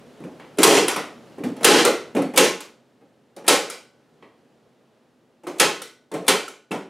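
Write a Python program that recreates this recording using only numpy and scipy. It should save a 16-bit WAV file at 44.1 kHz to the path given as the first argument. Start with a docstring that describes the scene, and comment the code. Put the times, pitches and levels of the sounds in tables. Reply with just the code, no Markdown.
"""A hand staple gun fires six staples through netting into a long wooden planter box in a workshop.
The gun is set down, rocks flat and sometimes brushes the box. Each squeeze presses its nose into the
board, the latch slips, the spring slams the staple home and the handle clicks back. The room rings for
about 0.4 s over a faint, steady background noise. The camera's microphone gets quieter as the lens
zooms out, and its limiter (an automatic volume control) flattens the shots."""
import sys
import numpy as np
from scipy import signal
from scipy.fft import rfft, irfft
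from scipy.io import wavfile
from scipy.ndimage import uniform_filter1d, minimum_filter1d

SR = 44100
rng = np.random.default_rng(int(sys.argv[2]) if len(sys.argv) > 2 else 0)


def transcribe(signal):
    """Save signal, clipped to [-1, 1], as a 16-bit WAV file at the path in sys.argv[1]."""
    frames = np.atleast_2d(signal).T
    limited = np.clip(frames, -1, 1)
    pcm = np.round(limited * 32767).astype(np.int16)
    wavfile.write(sys.argv[1], SR, pcm)


N = 303849
TIME = np.arange(25600) / SR  # time axis of one hit [s]
HZ = np.fft.rfftfreq(len(TIME), 1 / SR)
RATTLE_LAG_S = 0.0014  # loose steel parts tick this long after the gun meets the wood

# notes the wooden box boosts or swallows: (frequency [Hz], width [Hz], gain [dB])
BOX_NOTES = [(178, 15, 2), (223, 14, -8), (260, 8.4, 1), (259, 9.7, -4.5), (303, 13, 3.5), (473, 60, 1),
             (562, 20, 4), (624, 40, -5.5), (638.5, 26, 5.5), (845, 33, 7), (930, 100, -1), (1067, 34, 9.5),
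             (1175, 60, -0.5), (1250, 71, 4.5), (1410, 80, -0.5), (1680, 45, 0)]
# tone of steel striking steel: (frequency [Hz], relative level [dB])
CRACK_TONE = [(40, -45), (120, -28), (300, -13.5), (800, 4), (2000, -11), (3500, 1.5), (5500, -5),
              (7000, -3.5), (9500, 2.5), (12000, -7), (16000, -19.5)]
# tone of the gun's casing meeting wood or its stop: (frequency [Hz], relative level [dB])
CLACK_TONE = [(30, -44), (90, -30), (200, -11), (500, 8.5), (1100, 5.5), (1500, -2.5), (2000, 0.5),
              (2700, -2.5), (3500, -11), (4500, -18), (9000, -31.5), (16000, -43)]


def amp(db):
    """Turns decibels into a factor to multiply by."""
    return 10 ** (np.asarray(db) / 20)


def curve(points, hz=HZ):
    """Joins a table's points with straight lines on a log-frequency axis."""
    point_hz, value = np.transpose(points)
    return np.interp(np.log(hz + 1), np.log(point_hz + 1), value)


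def add(mix, start_s, sound):
    """Mixes a sound in at its start time."""
    part = mix[:, round(start_s * SR):][:, :sound.shape[1]]
    part += sound[:, :part.shape[1]]


def colour(sound, db):
    """Gives each frequency in HZ its own gain, so that the ringing follows the hit (minimum phase)."""
    log_gain = np.log(amp(db))
    mirrored = np.concatenate([log_gain, log_gain[-2:0:-1]])
    response = np.exp(np.conj(signal.hilbert(mirrored)))[:len(HZ)]
    return irfft(rfft(sound) * response)


def same_power(db):
    """Shifts a tone curve so that it changes the tone of white noise but not its power."""
    return db - 10 * np.log10(np.mean(amp(db) ** 2))


def bass_treble(low_db, high_db, low_hz, high_hz):
    """A bass knob and a treble knob, as a curve in dB."""
    return low_db / (1 + (HZ / low_hz) ** 2) + high_db * HZ ** 2 / (HZ ** 2 + high_hz ** 2)


def resonances(notes):
    """An object boosts some notes and swallows others: peaks and dips in dB."""
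    return sum(db / (1 + (2 * (HZ - hz) / width) ** 2) for hz, width, db in notes)


def ripple(grain_hz, depth_db):
    """Every spot and grip favours other notes: random wiggles in the tone curve, in dB."""
    bell_curve = np.exp(-(np.arange(-400, 401) * HZ[1] / grain_hz) ** 2)
    wiggles = signal.oaconvolve(rng.standard_normal(len(HZ)), bell_curve, "same")
    return depth_db * wiggles / wiggles.std()


def scatter():
    """Noise spectra for a spray of echoes: mid (what both ears share) and side (how they differ)."""
    # stereo width: (frequency [Hz], side level relative to mid [dB])
    width = [(30, -5), (80, -26), (170, -32.5), (400, -32), (1400, -23), (2800, -18.5), (5600, -15.5),
             (10000, -13), (14000, -10.5)]
    spectra = rfft(rng.standard_normal((2, len(TIME))))
    spectra[1] *= amp(curve(width))
    return spectra


def background(level_db=-60, side_db=-14):
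    """Steady room noise, nearly the same in both ears."""
    # tone of the room noise: (frequency [Hz], relative level [dB])
    air_tone = [(15, -63.5), (25, -35.5), (92, -21.5), (127, -8.5), (200, -12), (242, -2.5), (277, -10.5),
                (489, -9.5), (1020, -21.5), (1290, -23), (1840, -25.5), (2280, -29), (2910, -28.5),
                (11300, -43.5), (16000, -54.5)]
    hz = np.fft.rfftfreq(N, 1 / SR)
    noise = irfft(rfft(rng.standard_normal((2, N))) * amp(curve(air_tone, hz)), N)
    return amp(level_db) * noise / noise[0].std() * amp([[0], [side_db]])


def room_echo():
    """The room answers a hit: treble builds up quickly, bass swells, each band fades at its own speed."""
    # the workshop's echo: (band centre [Hz], time to fade by 60 dB [s], build-up time [s])
    bands = [(102.6, 0.38, 0.024), (307, 0.46, 0.0049), (780, 0.39, 0.0095), (2240, 0.41, 0.0034),
             (5640, 0.38, 0.0046), (10400, 0.31, 0.0017), (15000, 0.3, 0.0032)]
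    spectra, echo = scatter(), 0
    centres = [row[0] for row in bands]
    for share, (_, fade_s, rise_s) in zip(np.eye(len(bands)), bands):
        band = irfft(spectra * curve(np.c_[centres, share]))
        echo += band * (1 - np.exp(-TIME / rise_s)) * amp(-60 * TIME / fade_s)
    return echo


def chatter(rise_s, decay_s):
    """Parts chatter against each other, making a short burst of noise."""
    shape = (1 - np.exp(-(TIME / rise_s) ** 2)) * np.exp(-TIME / decay_s)
    return irfft(scatter()) * shape / shape.max()


def wood_knock(note_hz, note_db, boom_db, treble_db):
    """A blunt touch shakes mostly the boards' low notes; the spot it hits boosts or dulls one."""
    # tone of a knock on wood: (frequency [Hz], relative level [dB])
    knock_tone = [(30, -40.5), (80, -27.5), (160, -3), (280, 1), (480, -1), (750, -6), (1200, -18.5),
                  (2500, -22), (4000, -35.5), (10000, -38), (16000, -48.5)]
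    body_db = same_power(curve(knock_tone) + resonances(BOX_NOTES))
    spot_db = resonances([(note_hz, 45, note_db)]) + ripple(grain_hz=39.54, depth_db=2.5)
    blow = room_echo() + amp(-6) * chatter(rise_s=0.0015, decay_s=0.014)
    return colour(blow, body_db + spot_db + bass_treble(boom_db, treble_db, low_hz=300, high_hz=1190))


def steel_ring(detune=0.004, spread_db=0.5):
    """The gun's steel body and spring ring; the grip shifts their notes a little on every hit."""
    # notes of the steel: (frequency [Hz], level [dB], time to fade by 60 dB [s])
    steel_notes = [(1314, -16.5, .35), (1478, -27.5, 0.67), (1683, -23.5, 0.37), (1839, -25.5, 0.36),
                   (2310, -23.5, 0.18), (2673, -19, 0.26), (3114, -23.5, 0.46), (3180, -26.5, 0.43),
                   (3430, -19.5, 0.31), (4020, -31, 0.54), (4440, -29, 0.31)]
    hz, db, fade_s = np.transpose(steel_notes)[:, :, None]
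    shift, size, phase = rng.standard_normal((len(steel_notes), 3)).T[:, :, None]
    loudness = amp(db + spread_db * size) * amp(-60 * TIME / fade_s)
    notes = loudness * np.sin(2 * np.pi * (hz * (1 + detune * shift) * TIME + phase))
    return np.outer([1, 0], notes.sum(0) * (1 - np.exp(-TIME / 0.001)))  # mid only


def steel_click(low_db, treble_db, tick_db, ring_db=-8):
    """Steel parts touch lightly: a tick through the handle, its echo and a faint ring."""
    # tone of the click's echo: (frequency [Hz], relative level [dB])
    click_tone = [(60, -32.5), (200, -12), (500, 1), (900, -4), (1400, -3.5), (2500, -1.5), (4500, -3.5),
                  (8000, -5), (11000, -9), (16000, -26)]
    # notes the handle boosts or swallows: (frequency [Hz], width [Hz], gain [dB])
    handle_notes = [(1350, 220, 6), (1700, 230, -4), (2000, 130, 2), (2350, 310, 3), (3100, 110, 1),
                    (3470, 95, 2), (5030, 300, -2.5), (8600, 78, 2), (9900, 300, 2.5)]
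    handle_db = resonances(handle_notes)
    grip_db = ripple(grain_hz=110, depth_db=2.5)
    tilt_db = bass_treble(low_db, treble_db, low_hz=1500, high_hz=5000)
    echo = colour(room_echo(), same_power(curve(click_tone) + handle_db) + grip_db + tilt_db)
    contact = chatter(rise_s=0.0014, decay_s=0.0053)
    tick = colour(contact, same_power(curve(CRACK_TONE) + handle_db) + grip_db)
    return echo + amp(tick_db) * tick + amp(ring_db) * steel_ring()


def ping(hz, decay_s=0.0035):
    """One note of the gun's casing that dies away quickly."""
    note = np.sin(2 * np.pi * hz * TIME) * (1 - np.exp(-TIME / 0.001)) * np.exp(-TIME / decay_s)
    return np.outer([1, 0], note)  # mid only


def casing_clack(ping_hz, direct_db=4, ping_db=11, ring_db=1):
    """The casing meets wood: a hard clack, a ping and a trace of ringing steel."""
    blow = room_echo() + amp(direct_db) * chatter(rise_s=0.0013, decay_s=0.0033)
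    hit = colour(blow, same_power(curve(CLACK_TONE)) + ripple(grain_hz=90, depth_db=3.0))
    return hit + amp(ping_db) * ping(ping_hz) + amp(ring_db) * steel_ring()


def setting_down():
    """One edge touches the board, then the gun rocks flat with a clack; loose parts tick both times."""
    # the gun meeting the board: (time [s], rocking time [s], touch knock [dB], touch tick [dB],
    # landing knock [dB], landing tick [dB], clack [dB], ping [Hz], bass gain [dB],
    # note of the spot [Hz], gain of that note [dB])
    set_downs = [(.2, 0.037, -53, -74.5, -48.5, -70.5, -64, 2360, 12.5, 240, 6),
                 (0.57, 0.013, -50.5, -66.5, -27.5, -35.5, -47.5, 2440, -6.5, 400, 15),
                 (1.38, .0555, -48, -75.5, -39.5, -53, -51, 2380, 10.5, 245, 7.5),
                 (2.148, .016, -31, -55, -28, -49, -43.5, 2430, 4.5, 252, 9.5),
                 (3.362, 0.0051, -40.5, -49, -34.5, -60.5, -59.5, 2100, -3, 750, 6.5),
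                 (5.433, 0.034, -36.5, -61, -22.5, -38.5, -39, 1290, -4.5, 440, -11),
                 (6.114, .022, -25, -45.5, -19.5, -36, -40, 900, -1.5, 440, 10),
                 (6.707, .0073, -26, -47.5, -22, -32.5, -23.5, 2650, 3, 390, 2.5)]
    out = np.zeros((2, N))
    for (at_s, rock_s, touch_db, touch_tick_db, land_db, land_tick_db,
         clack_db, ping_hz, boom_db, note_hz, note_db) in set_downs:
        add(out, at_s, amp(touch_db) * wood_knock(note_hz, note_db, boom_db, treble_db=-3.5))
        touch_tick = steel_click(low_db=5.5, treble_db=-1.5, tick_db=5)
        add(out, at_s + RATTLE_LAG_S, amp(touch_tick_db) * touch_tick)
        landing = wood_knock(note_hz, note_db, boom_db, treble_db=-4.5)
        add(out, at_s + rock_s, amp(land_db) * landing + amp(clack_db) * casing_clack(ping_hz))
        land_tick = steel_click(low_db=-2, treble_db=-2.5, tick_db=-0.5)
        add(out, at_s + rock_s + RATTLE_LAG_S, amp(land_tick_db) * land_tick)
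    return out


def bumps():
    """The gun brushes the box as it is moved: wood knocks, the casing clacks, loose parts tick."""
    # glancing hits: (time [s], knock [dB], tick [dB], clack [dB], ping [Hz], note of the spot [Hz])
    touches = [(0.397, -60.5, -73.5, -54, 1670, 300), (0.9602, -39, -41, -38, 2430, 720),
               (1.563, -48.5, -61, -62, 2390, 300), (2.218, -43, -49, -47, 2470, 250),
               (3.007, -49.5, -84.5, -78, 1700, 245), (4.2236, -48.5, -83.5, -50.5, 923, 418)]
    out = np.zeros((2, N))
    for at_s, knock_db, tick_db, clack_db, ping_hz, note_hz in touches:
        wood = wood_knock(note_hz, note_db=7, boom_db=-2.5, treble_db=-6.5)
        casing = casing_clack(ping_hz, direct_db=3.5, ping_db=3, ring_db=-3)
        add(out, at_s, amp(knock_db) * wood + amp(clack_db) * casing)
        add(out, at_s + RATTLE_LAG_S, amp(tick_db) * steel_click(low_db=6, treble_db=-4.5, tick_db=1))
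    return out


def small_body(loss_db=-24, corner_hz=240):
    """The gun is too small to give off much bass by itself: a bass cut in dB."""
    return loss_db / (1 + (HZ / corner_hz) ** 2)


def shot(thump_db, treble_db, crack_db, ring_db):
    """The driver, a steel blade, slams the staple home: steel cracks and rings, box and room boom."""
    # tone of the shot as it fills the room: (frequency [Hz], relative level [dB])
    boom_tone = [(18, -74), (30, -48.5), (95, -33.5), (170, -12), (328, -5.5), (437, -0.5), (649, -9),
                 (760, -7), (1190, -14.5), (2610, -11), (3770, -14.5), (6550, -15), (9970, -17.5),
                 (14400, -30.5), (16000, -46)]
    body_db = same_power(curve(boom_tone) + resonances(BOX_NOTES))
    grip_db = ripple(grain_hz=45.76, depth_db=1.9)
    tilt_db = bass_treble(thump_db, treble_db, low_hz=696, high_hz=4000)
    boom = colour(room_echo(), body_db + grip_db + tilt_db)
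    strike = chatter(rise_s=0.003, decay_s=0.0096)
    steel_db = same_power(curve(CRACK_TONE)) + small_body() + ripple(grain_hz=250, depth_db=1.0)
    return boom + amp(crack_db) * colour(strike, steel_db) + amp(ring_db) * steel_ring()


def stapling(bite_lead_s=0.038, latch_lead_s=0.014, release_lead_s=0.0013, bite_db=5, release_db=-21):
    """The nose bites the board, the latch slips, the driver is let go and hits, the handle returns."""
    # one row per staple: (time [s], strength [dB], thump gain [dB], treble gain [dB], crack gain [dB],
    # ring gain [dB], squeeze [dB], handle held [s], handle return [dB], its bass gain [dB],
    # its ping gain [dB])
    staples = [(0.6309, -5, 5, 1, 0, 0, -41, 0.25, -34, 4.5, 2),
               (1.6447, -1, -1.5, -3.5, -2.5, 0, -42.5, .204, -31, 17.5, 3),
               (2.374, -10, -0.5, -2, -4, 1, -35.5, .23, -42, 4, -3),
               (3.4786, -4, -2.5, -3.5, -3.5, 0.5, -39.5, 0.22, -33, 4.5, 4),
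               (5.597, -4, -5, -6.5, -5, 2.5, -39.5, .2205, -34.5, 0.5, 8),
               (6.2793, -3, -4, -6.5, -4.5, 0, -37.5, 0.2, -37.5, 6, 17.5)]
    out = np.zeros((2, N))
    for (at_s, strength_db, thump_db, treble_db, crack_db, ring_db,
         squeeze_db, held_s, return_db, jolt_db, ping_db) in staples:
        bite = wood_knock(note_hz=453, note_db=5.5, boom_db=-9, treble_db=0)
        latch = steel_click(low_db=9, treble_db=2.5, tick_db=1.5)
        slip = chatter(rise_s=0.0028, decay_s=0.002)
        release = colour(slip, same_power(curve(CLACK_TONE)) + small_body())
        handle = steel_click(jolt_db, treble_db=-1.5, tick_db=4.5)
        handle += amp(ping_db) * ping(hz=1360, decay_s=0.006)  # it hits its stop
        add(out, at_s - bite_lead_s, amp(squeeze_db + bite_db) * bite)
        add(out, at_s - latch_lead_s, amp(squeeze_db) * latch)
        add(out, at_s - release_lead_s, amp(strength_db + release_db) * release)
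        add(out, at_s, amp(strength_db) * shot(thump_db, treble_db, crack_db, ring_db))
        add(out, at_s + held_s, amp(return_db) * handle)
    return out


def scene():
    """Adds up all the sounds and turns mid and side into left and right."""
    mid, side = stapling() + setting_down() + bumps() + background()
    return np.array([mid + side, amp(0.25) * (mid - side)])


def smooth(x, seconds):
    """Follows a changing value with a lag, evening out quick jumps."""
    memory = np.exp(-1 / (seconds * SR))
    return signal.lfilter([1 - memory], [1, -memory], x)


def record(dry, limit_db=-12, release_db_per_s=220, attack_s=0.0012, ceiling=0.92, hiss_db=-89.5):
    """The microphone follows the zoom, adds hiss, turns loud hits down and trims the lows and highs."""
    # microphone gain as the lens zooms: (time [s], gain [dB])
    zoom = [(0, 11.5), (1.2, 12.5), (2.1, 11), (2.4, 7), (2.8, 0.5), (3.5, -1), (4.2, 1.5), (6.9, -5.5)]
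    lowest_hz, highest_hz = 45, 15900
    t = np.arange(N) / SR
    x = dry * amp(np.interp(t, *np.transpose(zoom))) + amp(hiss_db) * rng.standard_normal(N)
    # take away most of the level above the limit, then recover at a steady rate
    power_db = 10 * np.log10(smooth((x ** 2).mean(0), seconds=0.0051) + 1e-12)
    fall_db = release_db_per_s * t
    held_db = np.maximum.accumulate(power_db + fall_db) - fall_db
    over_db = np.maximum(held_db - limit_db, 0)
    x = x / amp(0.91 * smooth(over_db, seconds=attack_s))
    # catch the sharp peaks that slip past
    peak_gain = np.minimum(1, ceiling / (abs(x).max(0) + 1e-9))
    x = x * uniform_filter1d(minimum_filter1d(peak_gain, size=31), size=31)
    x = signal.sosfilt(signal.butter(2, lowest_hz, "high", fs=SR, output="sos"), x)
    treble_cut = signal.firwin(401, highest_hz, window=("kaiser", 8), fs=SR)
    return signal.oaconvolve(x, treble_cut[None], "same")


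dry = scene()
out = record(dry)
transcribe(out)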